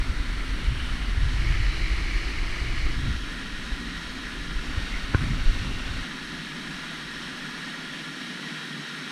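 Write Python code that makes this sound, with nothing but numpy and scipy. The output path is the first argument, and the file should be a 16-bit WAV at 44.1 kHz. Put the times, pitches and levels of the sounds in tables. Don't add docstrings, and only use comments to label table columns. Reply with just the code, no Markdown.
import sys
import numpy as np
from scipy import signal
from scipy.fft import rfft, irfft, next_fast_len
from scipy.io import wavfile
from scipy.ndimage import uniform_filter1d, map_coordinates

SR = 44100
rng = np.random.default_rng(int(sys.argv[2]) if len(sys.argv) > 2 else 0)


def file_out(sig):
    cols = np.atleast_2d(sig).T
    lim = np.clip(cols, -1, 1)
    pcm = np.round(lim * 32767).astype(np.int16)
    wavfile.write(sys.argv[1], SR, pcm)


N = 401751
TIME = np.arange(N) / SR


def amp(db):
    return 10 ** (np.asarray(db) / 20)


def unit(x):
    return x / np.sqrt(np.mean(x ** 2) + 1e-20)


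def wobble(per_s):
    knots = rng.standard_normal(int(N * per_s / SR) + 4)
    return map_coordinates(knots, [TIME * per_s])


def swells(rows):
    return sum(amp(db) * np.exp(-(2 * (TIME - s) / length) ** 2) for s, length, db in rows)


def filtered(x, response):
    size = next_fast_len(N + SR // 2)
    return irfft(rfft(x, size) * response(np.fft.rfftfreq(size, 1 / SR)), size)[:N]


def coloured(x, spectrum, modes=()):
    points_hz, points_db = np.transpose(spectrum)

    def response(hz):
        envelope_db = np.interp(np.log(hz + 1), np.log(points_hz + 1), points_db)
        rolloff_db = 40 * np.log10(np.maximum(hz / points_hz[-1], 1))
        modes_db = sum(db / (1 + (2 * (hz - centre) / width) ** 2) for centre, width, db in modes)
        return amp(envelope_db - rolloff_db + modes_db)
    return unit(filtered(x, response))


def churn(patchy_db):
    bands = signal.stft(rng.standard_normal(N), nperseg=512)[2]
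    patches = uniform_filter1d(rng.standard_normal(bands.shape), size=7, axis=0)
    patches = uniform_filter1d(patches, size=14, axis=1)
    return unit(signal.istft(bands * amp(patchy_db * unit(patches)), nperseg=512)[1][:N])


def bubbles(centre_hz, decay_cycles, count):
    start = rng.integers(0, N, (count, 1))
    hz = np.clip(centre_hz * np.exp(.6 * rng.standard_normal((count, 1))), 500, 9000)
    age = np.arange(SR // 150)
    cycles = hz * age / SR
    rings = np.exp(-cycles / decay_cycles) * np.sin(2 * np.pi * cycles * (1 + 0.0012 * cycles))
    return unit(np.bincount((start + age).ravel(), rings.ravel())[:N])


# midpoint in seconds,
# length in seconds, new direction, level of the rush there in dB.
MOVES = [(.65, .2, "bank", -38), (1.2, 0.3, "ledge", -37), (1.37, 0.2, "pool", -35),
         (2.936, .16, "ledge", -37.5), (4.66, 0.34, "rocks", -37), (5.13, 0.3, "bank", -36),
         (5.32, .3, "rocks", -36.5), (6.05, 0.23, "ledge", -37)]


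def facing(start_db=-38):
    shares = {"bank": 1.0, "ledge": 0.0, "pool": 0.0, "rocks": 0.0}
    level_db = start_db
    for s, length, towards, db in MOVES:
        progress = np.clip((TIME - s) / length + .5, 0, 1)
        turned = np.sin(np.pi / 2 * progress) ** 2
        shares = {name: share * (1 - turned) + turned * (name == towards)
                  for name, share in shares.items()}
        level_db = level_db * (1 - turned) + turned * db
    return shares, level_db


# frequency in Hz, relative spectral density in dB.
BANK_SPECTRUM = [(200, -16), (500, -11), (850, -12.5), (1300, -8), (2000, -1), (3000, -7.5), (4300, -9),
                 (5800, -16.5), (7100, -24), (8800, -22), (10500, -27.5), (13000, -38), (15200, -45.0)]
LEDGE_SPECTRUM = [(200, -30), (500, -6.5), (850, -6.5), (1300, -5.5), (2000, 0.0), (3000, -1.5),
                  (4300, -2.5), (5800, -14), (7100, -16.5), (8800, -15), (10500, -21), (13000, -30.5),
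                  (15200, -37)]
POOL_SPECTRUM = [(200, -32), (500, -12), (850, -11.5), (1300, -7.5), (2000, -1), (3000, -10), (4300, -8.5),
                 (5800, -14.5), (7100, -22.5), (8800, -24), (10500, -27.5), (13000, -39.0), (15200, -47)]
ROCK_SPECTRUM = [(200, -30), (500, -4.5), (850, -7.5), (1300, -2.5), (2000, -2), (3000, -2), (4300, -3.5),
                 (5800, -10), (7100, -18), (8800, -18), (10500, -25), (13000, -32), (15200, -40)]
# centre in Hz, width in Hz, gain in dB.
BANK_RESONANCES = [(975, 59, 4), (1340, 192, 6), (2660, 378, -4), (4377, 398, 0.5), (4952, 173, -10),
                   (5634, 180, 1)]
LEDGE_RESONANCES = [(1007, 32, 7.5), (1200, 96, 4.8), (1406, 165, 10), (1686, 125, 9), (1872, 142, 8.5),
                    (3300, 650, 5), (3526, 190, -5.5), (3810, 230, 4.5), (4900, 394, -3), (5520, 690, 8),
                    (6400, 220, 7)]
POOL_RESONANCES = [(1250, 190, 4), (1490, 71, -5.5), (2244, 310, 6.5), (2940, 270, 7.5), (3660, 165, -4),
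                   (4000, 130, 2.5), (4360, 180, 4)]
ROCK_RESONANCES = [(1450, 230, 5), (1850, 70, 8), (2170, 71, 2), (2810, 115, 5), (3790, 130, 5),
                   (4952, 356, -5.5), (5557, 196, 2.5)]
OFF_AXIS_WEIGHT = {"bank": .01, "ledge": 0.046, "pool": 0.023, "rocks": 0.072}


def rush(bubble_db=-11, surge_db=0.36, flicker_db=0.26):
    foam = churn(patchy_db=0.46) + amp(bubble_db) * bubbles(centre_hz=2573, decay_cycles=2.3, count=12000)
    colours = {"bank": (BANK_SPECTRUM, BANK_RESONANCES), "ledge": (LEDGE_SPECTRUM, LEDGE_RESONANCES),
               "pool": (POOL_SPECTRUM, POOL_RESONANCES), "rocks": (ROCK_SPECTRUM, ROCK_RESONANCES)}
    shares, level_db = facing()
    weights = {name: share + OFF_AXIS_WEIGHT[name] for name, share in shares.items()}
    heard = sum(weights[name] * coloured(foam, *colour) for name, colour in colours.items())
    heard /= sum(weights.values())
    return heard * amp(level_db + surge_db * wobble(9) + flicker_db * wobble(35))


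# frequency in Hz, relative spectral density in dB.
BOOM_FRONT = [(30, -36), (95, -43), (120, -23), (150, 2.5), (200, -2), (255, 1.5), (320, -5.5),
              (410, -11.5), (500, -19), (900, -61)]
BOOM_BEHIND = [(30, -24), (100, -25), (150, -2), (230, -6), (325, -1), (380, -8), (460, -16), (900, -47)]


def plunge(front_db=-41.0, behind_db=-42.0, heave_db=0.3):
    shares, _ = facing()
    away = np.clip(shares["pool"], 0, 1)
    front = amp(front_db) * coloured(churn(patchy_db=0.6), BOOM_FRONT)
    behind = amp(behind_db) * coloured(churn(patchy_db=0.8), BOOM_BEHIND)
    return (np.sqrt(1 - away) * front + np.sqrt(away) * behind) * amp(heave_db * wobble(8.6))


def even_noise(spectrum, span_s):
    noise = coloured(rng.standard_normal(N), spectrum)
    power = np.abs(uniform_filter1d(noise ** 2, int(span_s * SR)))
    return noise / np.sqrt(power + 1e-3)


# frequency in Hz, relative spectral density in dB.
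SLOW_EDDIES = [(6, -22), (14, 3), (26, -2.5), (46, 0.5), (62, -11), (85, -19), (150, -44)]
QUICK_EDDIES = [(40, -24), (65, 0.5), (100, 1), (128, -1), (165, -16.5), (300, -24.5), (600, -51),
                (1500, -64)]
# time in seconds, level in dB.
FLOW_LEVELS = [(0, -25.5), (.6, -28.5), (1.75, -22), (2.25, -31.5), (2.8, -26), (3.4, -35), (4.15, -40.5),
               (4.65, -32), (5.0, -32), (5.4, -26.5), (6.02, -33), (6.05, -48.5), (7.45, -52), (8.3, -66),
               (9.11, -71)]
# peak time in seconds, length in seconds, level in dB.
SWING_PUFFS = [(.72, 0.14, -32), (1.25, 0.15, -30.5), (1.5, 0.34, -31), (2.73, 0.19, -34),
               (3.06, 0.15, -27), (5.22, 0.2, -31), (5.55, 0.18, -35.5), (5.91, 0.13, -34.5)]


def wind_rumble(gust_db=1.5, gusts_per_s=8, quick_db=-12.5, quick_growth=0.82, flutter_db=1.3):
    flow_db = np.interp(TIME, *np.transpose(FLOW_LEVELS))
    mean_db = flow_db.mean()
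    excess_db = flow_db - mean_db + gust_db * wobble(gusts_per_s)
    slow_gain = amp(mean_db + excess_db)
    quick_gain = amp(mean_db + quick_db + quick_growth * excess_db + flutter_db * wobble(gusts_per_s))
    quick_gain = np.hypot(quick_gain, swells(SWING_PUFFS))
    slow = slow_gain * even_noise(SLOW_EDDIES, span_s=0.14)
    quick = quick_gain * even_noise(QUICK_EDDIES, span_s=0.14)
    return slow + quick


# peak time in seconds,
# length in seconds, centre in Hz, nominal width in Hz, level in dB.
PASSING_BANDS = [(.83, 0.63, 2940, 380, -43), (1.772, 0.33, 3940, 130, -48), (4.95, 0.071, 2090, 180, -38),
                 (5.72, 0.32, 2770, 130, -47)]


def flares():
    out = np.zeros(N)
    for s, length, centre, width, db in PASSING_BANDS:
        band = filtered(rng.standard_normal(N), lambda hz: 1 / (1 + ((hz - centre) / (.75 * width)) ** 2))
        out += swells([(s, length, db)]) * unit(band)
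    return out


# midpoint in seconds, envelope peak in dB, frequency in Hz.
HOUSING_JOLTS = [(0.684, -13, 47.6), (1.179, -15.5, 62), (1.647, -18, 34.8), (2.168, -16, 34.6),
                 (2.43, -20, 28.5), (2.624, -14.5, 43.6), (2.71, -13, 27), (3.731, -20.5, 42),
                 (4.569, -19, 34), (4.78, -16.5, 68.4), (5.152, -9.5, 82), (5.478, -8.5, 24)]


def jolts(half_width_cycles=0.52):
    out = np.zeros(N)
    for s, db, hz in HOUSING_JOLTS:
        cycles = hz * (TIME - s)
        out -= amp(db) * np.sin(2 * np.pi * cycles) * np.exp(-(cycles / half_width_cycles) ** 2)
    return out


# peak time in seconds, length in seconds, level in dB.
GEAR_RUBS = [(3.08, 0.088, -35.5), (5.233, 0.062, -27.5), (5.326, 0.1, -28.5), (5.676, 0.18, -35.5)]
# frequency in Hz, relative spectral density in dB.
MOUNT_SPECTRUM = [(50, -31), (105, 7.5), (160, 1.5), (240, -2.5), (340, -12.5), (480, -46), (1200, -26)]


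def scuffs():
    return swells(GEAR_RUBS) * even_noise(MOUNT_SPECTRUM, span_s=0.076)


# start in seconds, gain in dB.
KNOCK_CONTACTS = [(5.1395, -28), (5.143, -29), (5.1468, -13.5)]
# frequency in Hz, relative level in dB, time to fall 60 dB in seconds.
HOUSING_MODES = [(346, 3.5, 0.012), (1066, -15.5, 0.072), (1455, -9, 0.075), (1544, -4.5, 0.028),
                 (2340, -11, .009)]


def knock(crack_db=-8, crack_t60=0.0047, snap_db=-1, snap_t60=0.006, lowpass_hz=3900):
    out, t = np.zeros(N), np.arange(SR // 10) / SR
    for s, db in KNOCK_CONTACTS:
        ring = sum(amp(mode_db + rng.normal(0, 1) - 60 * t / t60) * np.sin(2 * np.pi * hz * t)
                   for hz, mode_db, t60 in HOUSING_MODES)
        crack = amp(crack_db - 60 * t / crack_t60) * rng.standard_normal(len(t))
        snap = amp(snap_db - 60 * t / snap_t60)
        out[round(s * SR):][:len(t)] -= amp(db) * (ring + crack + snap)
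    return filtered(out, lambda hz: 1 / (1 + (hz / lowpass_hz) ** 4))


def scene():
    return (rush() + plunge() + wind_rumble() + flares() + jolts() + scuffs() + knock())[None]


def record(dry):
    return np.array([filtered(channel, lambda hz: hz < 15300) for channel in dry])


dry = scene()
out = record(dry)
file_out(out)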